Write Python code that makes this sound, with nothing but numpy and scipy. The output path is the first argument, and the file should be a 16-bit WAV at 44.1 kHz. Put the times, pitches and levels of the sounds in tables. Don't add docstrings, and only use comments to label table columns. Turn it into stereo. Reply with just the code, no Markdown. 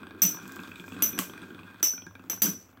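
import sys
import numpy as np
from scipy import signal
from scipy.fft import rfft, irfft, next_fast_len
from scipy.io import wavfile
from scipy.ndimage import uniform_filter1d, map_coordinates

SR = 44100
rng = np.random.default_rng(int(sys.argv[2]) if len(sys.argv) > 2 else 0)


def persist_wave(psi):
    counts = np.round(np.clip(psi, -1, 1) * 32767).astype(np.int16)
    wavfile.write(sys.argv[1], SR, np.atleast_2d(counts).T)


N = 123479

# f/Hz, level/dB
AIR_SPECTRUM = [(25, -56), (60, -5), (200, -18.5), (500, -9.5), (1700, -17), (3000, -22.5), (6000, -82),
                (9500, -36), (12000, -28), (15800, -17.5)]
# t/s, low/dB, mid/dB, treble/dB
WHIR_LEVELS = [(0.0, -47.5, -55.5, -110), (0.26, -54, -53.5, -54), (0.4, -49.5, -53, -52.5),
               (0.65, -50, -49, -58.5), (0.9, -54.5, -55, -55.5), (1.071, -43, -41, -57),
               (1.149, -46.5, -49, -79), (1.32, -50.5, -51.5, -67), (1.46, -48.5, -52, -61.5),
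               (1.59, -51, -52.5, -69.5), (1.96, -65, -62, -67.5), (2.129, -74, -76, -72),
               (2.33, -53, -60, -63.5), (2.4, -68.5, -71, -85.5), (2.46, -50, -41, -31),
               (2.55, -56.5, -59, -57.5), (2.63, -60, -74.5, -60.5), (2.8, -76.5, -80, -76)]
# f/Hz, width/Hz, level/dB
DISH_LOW_MODES = [(184, 16, 2), (256.7, 28.2, 2.5), (319, 58.5, 0), (404, 119, -6.5)]
# f/Hz, width/Hz, level/dB
DISH_HIGH_MODES = [(1122, 330, -0.5), (1447, 97, 5), (1592.5, 36.5, 9), (2469, 82, 1.5), (3385, 302, -6.5),
                   (4760, 56, -16.5), (8050, 100, -14.5), (13500, 5000, -35.5)]
# f/Hz, level/dB
HISS_SPECTRUM = [(3000, -5.5), (4500, 0), (8000, 5), (9500, -17.5), (12000, 2), (15800, 3.5)]
# t/s, level/dB, low share/dB, bright share/dB
TICKS = [(0.0318, -36, -9, -13), (0.0687, -37.5, -6.5, -12.5), (0.1082, -38.5, -9, -13.5),
         (0.1471, -45.5, -3, -31), (0.3466, -35.5, -7, -19), (0.3706, -35, -20, -15),
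         (0.3865, -38.5, -26, -25), (0.4125, -43.5, -10, -14), (0.4544, -37, -6.5, -15),
         (0.4933, -40, -8, -20), (0.5192, -41, -5, -13), (0.5916, -33.5, -3.5, -15.5),
         (0.635, -35, -20, -16), (0.6749, -38, -8, -9), (0.7163, -34.5, -19.5, -2), (0.7572, -36, -15.5, 3),
         (0.7976, -34, -6.5, -0.5), (0.8395, -37, -14, -25), (0.8799, -35.5, -7, -8), (0.9213, -34, -5, -5),
         (0.9457, -43, 3.5, -5.5), (0.9652, -37, -1, -6.5), (1.1313, -38, 2.5, -2),
         (1.297, -36.5, -4, -16.5), (1.3359, -35.5, -12, -9.5), (1.3773, -36.5, -8.5, -11),
         (1.4182, -40, -3.5, -6.5), (1.504, -42, -2, -16), (1.5469, -40, -1, -10.5),
         (1.5908, -36.5, -8.5, -13), (1.6322, -39, -11.5, -8), (1.7015, -52, 5, -8),
         (1.7439, -42.5, -8, -11.5), (1.934, -41, -3, -22), (1.9784, -37.5, -10, -14.5),
         (2.0208, -38, -10, -9), (2.0657, -37, -4.5, -20.5), (2.1096, -45.5, -11.5, -16),
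         (2.153, -37.5, -11.5, -17.5), (2.1949, -41, -3, -14.5), (2.2398, -44, -3.5, -20),
         (2.3316, -37, -6, -18), (2.3745, -41, -12, -20.5), (2.6908, -52.5, -1, -12),
         (2.7287, -52, -2, -13), (2.7726, -46.5, -3.5, -17), (1.8043, -45.5, -1, -23.5)]
# t/s, low ring/dB, high ring/dB, contact modes/dB, wash/dB, crack/dB, thud/dB,
# knock/dB, skid/dB, noise tilt/(dB/octave), T60/ratio, waver/ratio, detune/cents
CLASHES = [(0.2193, -15.5, -12, -6, -20, -25, -28.5, -30.5, -36, 0.5, 0.73, 1.3, -1),
           (1.0225, -24.5, -16, 3, -27, -12.5, -25.5, -52, -40, -0.5, 0.82, 1.34, -8.5),
           (1.1784, -36, -52, -9, -39, -50, -34, -31, -62.5, -4, 0.39, 1.46, -6),
           (1.1893, -43, -33, -8.5, -29, -8.5, -23.5, -34.5, -49.5, -0.5, 1.27, 0.82, -7),
           (1.8286, -17, -17, 0.5, -26.5, -15.5, -30, -28.5, -65.5, -0.5, 0.93, .45, 1),
           (2.2982, -29, -31, 5, -37, -24.5, -41.5, -34, -58.5, -2.5, 0.78, 0.52, -2),
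           (2.4198, -20, -26.5, 16.5, -23, -12, -32.5, -40.5, -31.5, -0.5, 0.94, 0.99, 0.5)]
# f/Hz, level/dB, T60/s, left minus right/dB
WHEEL_MODES = [
    [(5531, -15, .4, -4), (5625, -13.5, .38, -4), (5981, -2, .37, -1), (6029, -2, .19, -1),
     (6075, -3, .33, -1), (6416, -20, .24, -2), (7990, -20, .19, -5), (12000, -17, .2, 2),
     (13558, -11, .26, 0), (13615, -5, .21, 0), (13758, -5, .25, 0)],
    [(4786, -28, .22, 0), (11120, -14, .18, 2), (12350, -19, .19, 1), (12775, -13, .14, 1),
     (12830, -12, .21, 1), (12877, -11, .19, 1), (13437, -3, .2, 0), (14150, -16, .14, 0),
     (15150, -14, .14, 0)],
]
# f/Hz, level/dB
CRACK_SPECTRUM = [(60, -68), (300, -7), (1500, -8.5), (3000, -2.5), (4400, -10), (5200, -6.5), (6500, -2),
                  (8300, 2), (9000, -21.5), (9800, -12), (10600, 0), (13000, 2), (15700, -2.5)]
# t/s, level/dB
CLICKS = [(0.4788, -29), (0.521, -27), (0.5606, -28), (0.602, -34), (0.6328, -37), (0.6742, -48),
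          (0.756, -47), (0.7979, -48), (0.8887, -37), (0.9286, -44.5), (0.967, -48.5)]
# t/s, level/dB
WALL_KNOCKS = [(1.1891, -24), (1.2215, -34)]
# f/Hz, width/Hz, level/dB
WALL_MODES = [(1090, 50, 0), (2230, 92, -8)]
# f/Hz, left-right correlation (clipped to +-1 in use)
MIC_LIKENESS = [(30, -13.5), (100, 4), (300, 0.98), (700, 0.67), (2500, 0.57), (7000, 0.06), (14000, -0.4)]
# f/Hz, left minus right/dB
MIC_BALANCE = [(40, 10), (190, 1.5), (400, 0.5), (1500, -1), (6000, -3), (12000, 1)]
# f/Hz, left lag/rad
MIC_LAG = [(60, 0.82), (190, 0.68), (300, 0.24), (700, 0)]


def amp(db):
    return 10 ** (np.asarray(db) / 20)


def decay(t, t60_s):
    return amp(-60 * t / t60_s)


def unit(x):
    return x / np.sqrt(np.mean(x ** 2) + 1e-20)


def along(points, hz):
    f, v = np.transpose(points)
    return np.interp(np.log(hz + 1), np.log(f + 1), v)


def wobble(rate_hz, size):
    knots = rng.standard_normal(int(size * rate_hz / SR) + 4)
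    return map_coordinates(knots, [np.arange(size) * rate_hz / SR])


def filtered(x, response):
    n = x.shape[-1]
    m = next_fast_len(n + SR // 8)
    return irfft(rfft(x, m) * response(np.fft.rfftfreq(m, 1 / SR)), m)[..., :n]


def noise(size, response):
    return filtered(rng.standard_normal((2, size)), response)


def spectrum(points):
    return lambda hz: amp(along(points, hz))


def body(modes, scatter_db=0):
    gains = amp(scatter_db * rng.standard_normal(len(modes)))
    return lambda f: sum(
        (-1) ** k * gains[k] * amp(db) * 1j * f * width / (hz * hz - f * f + 1j * f * width)
        for k, (hz, width, db) in enumerate(modes))


def stereo(sources):
    def weights(hz):
        angle = np.arccos(np.clip(along(MIC_LIKENESS, hz), -1, 1)) / 2
        return np.array([np.cos(angle), np.sin(angle)])
    mid, side = filtered(sources, weights)
    return np.array([mid + side, mid - side])


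def add(track, at_s, sound):
    k = round(at_s * SR)
    track[:, k:k + sound.shape[-1]] += sound[:, :N - k]


def room(x, t60_s=.22, delay_s=.004):
    t = np.arange(SR // 3) / SR
    tail = rng.standard_normal((2, len(t))) * decay(t, t60_s) * (t > delay_s)
    return signal.fftconvolve(x, tail / np.linalg.norm(tail[0]), axes=1)[:, :x.shape[1]]


def background(hum_hz=98, half_width_hz=16):
    band = noise(N, lambda hz: 1 / (1 + ((hz - hum_hz) / half_width_hz) ** 2))
    tone = .38 * np.sin(2 * np.pi * hum_hz * np.arange(N) / SR + wobble(3.735, N))
    hum = unit(stereo(band)) / 2 + tone
    air = unit(stereo(noise(N, spectrum(AIR_SPECTRUM))))
    return amp(-54.5) * hum + amp(-59) * air


def whir(grit_per_s=500, grit_spread_db=5):
    times_s, *levels = np.transpose(WHIR_LEVELS)
    low_db, mid_db, treble_db = [np.interp(np.arange(N) / SR, times_s, db) for db in levels]
    grit = (rng.random(N) < grit_per_s / SR) * amp(grit_spread_db * rng.standard_normal(N))
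    rub = rng.standard_normal((3, 2, N)) * (1.66 + unit(uniform_filter1d(grit, size=40)))

    def band(drive, response, db, flicker_db, flicker_hz):
        return unit(stereo(filtered(drive, response))) * amp(db + flicker_db * wobble(flicker_hz, N))
    return (band(rub[0], body(DISH_LOW_MODES), low_db, 2.66, 23.45)
            + band(rub[1], body(DISH_HIGH_MODES), mid_db, 2.4, 23.92)
            + band(rub[2], spectrum(HISS_SPECTRUM), treble_db, 2, 35))


def tap(modes, scatter_db=3, roughness=1.31, pitch_spread=.025):
    t = np.arange(SR // 8) / SR
    push = (1 + roughness * rng.standard_normal((2, len(t)))) * decay(t, t60_s=.012)
    shifts = 1 + pitch_spread * rng.standard_normal(len(modes))
    shifted = [(hz * shift, width, db) for shift, (hz, width, db) in zip(shifts, modes)]
    sound = stereo(filtered(push, body(shifted, scatter_db)))
    return sound / np.abs(sound.mean(axis=0)).max()


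def tip_ticks(bright_above_hz=2000):
    out = np.zeros((2, N))
    for at_s, level_db, low_db, bright_db in TICKS:
        upper = [(hz, width, db + (bright_db + 15.5) * (hz > bright_above_hz))
                 for hz, width, db in DISH_HIGH_MODES]
        tick = tap(upper) + amp(low_db + 2.5) * tap(DISH_LOW_MODES)
        add(out, at_s, amp(level_db + 1) * tick)
    return out


def wheel_ring(t, low_db, high_db, contact_db, t60_ratio, waver, cents, high_from_hz=10000):
    out = np.zeros((2, len(t)))
    tune = 2 ** (cents / 1200)
    for set_db, modes in zip((0, contact_db), WHEEL_MODES):
        for hz, db, t60_s, pan_db in modes:
            band_db = low_db if hz < high_from_hz else high_db
            level_db = db + set_db + band_db + 1.5 * rng.standard_normal()
            waver_db = waver * 3 * wobble(50, len(t))
            waver_rad = waver * .9 * np.sqrt(hz / 6000) * wobble(60, len(t))
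            offset_cycles = rng.random((2, 1)) * hz / 14000
            tone = np.sin(2 * np.pi * (hz * tune * t + offset_cycles) + waver_rad)
            pan = amp([[pan_db / 2], [-pan_db / 2]])
            out += pan * amp(level_db + waver_db) * decay(t, t60_s * t60_ratio) * tone
    return out * (1 - np.exp(-t / .0004))


def crack(t, crack_db, wash_db, tilt_db_per_octave, hold_s=.012):
    def colour(hz):
        return amp(along(CRACK_SPECTRUM, hz) + tilt_db_per_octave * np.log2((hz + 100) / 4000))
    burst = unit(filtered(stereo(rng.standard_normal((2, len(t)))), colour))
    wash = amp(wash_db) * decay(np.maximum(t - hold_s, 0), t60_s=.25)
    return burst * (wash + amp(crack_db) * decay(t, t60_s=.007))


def skid(t, rise_s=.041):
    rub = unit(noise(len(t), body([(185, 17.3, 0), (300, 120, -12)])))
    swell = (t / rise_s * np.exp(1 - t / rise_s)) ** 1.69
    return stereo(rub) * swell


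def clashes():
    out, t = np.zeros((2, N)), np.arange(SR // 2) / SR
    for (at_s, low_db, high_db, contact_db, wash_db, crack_db, thud_db, knock_db, skid_db,
         tilt, t60_ratio, waver, cents) in CLASHES:
        ring = wheel_ring(t, low_db, high_db, contact_db, t60_ratio, waver, cents)
        impact = crack(t, crack_db, wash_db, tilt)
        slide = amp(skid_db) * skid(t)
        add(out, at_s, ring + amp(-7) * room(ring) + impact + slide)
        add(out, at_s, amp(thud_db) * tap(DISH_LOW_MODES) + amp(knock_db) * tap(DISH_HIGH_MODES))
    return out


def tip_clicks():
    out, t = np.zeros((2, N)), np.arange(SR // 20) / SR
    for at_s, db in CLICKS:
        snap = unit(noise(len(t), spectrum(HISS_SPECTRUM))) * decay(t, t60_s=.009)
        add(out, at_s, amp(db) * snap / 2)
    return out


def wall_knocks():
    out = np.zeros((2, N))
    for at_s, db in WALL_KNOCKS:
        add(out, at_s, amp(db) * tap(WALL_MODES, scatter_db=0))
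    return out


def scene():
    hits = clashes() + wall_knocks()
    tips = tip_ticks() + tip_clicks()
    return hits + tips + amp(-6) * room(tips) + whir() + background()


def record(dry, knee_db=-18, squeeze=.45, window_s=.006, top_hz=15900, edge_hz=60):
    power = np.abs(uniform_filter1d(np.mean(dry ** 2, axis=0), size=round(window_s * SR)))
    gain = (1 + power / amp(2 * knee_db)) ** (-squeeze / 2)
    sides = np.array([[.5], [-.5]])

    def microphones(hz):
        balance = amp(sides * along(MIC_BALANCE, hz))
        lag = np.exp(-1j * sides * along(MIC_LAG, hz))
        passband = (hz > 20) * np.clip((top_hz - hz) / edge_hz, 0, 1)
        return balance * lag * passband
    return filtered(dry * gain, microphones)


dry = scene()
out = record(dry)
persist_wave(out)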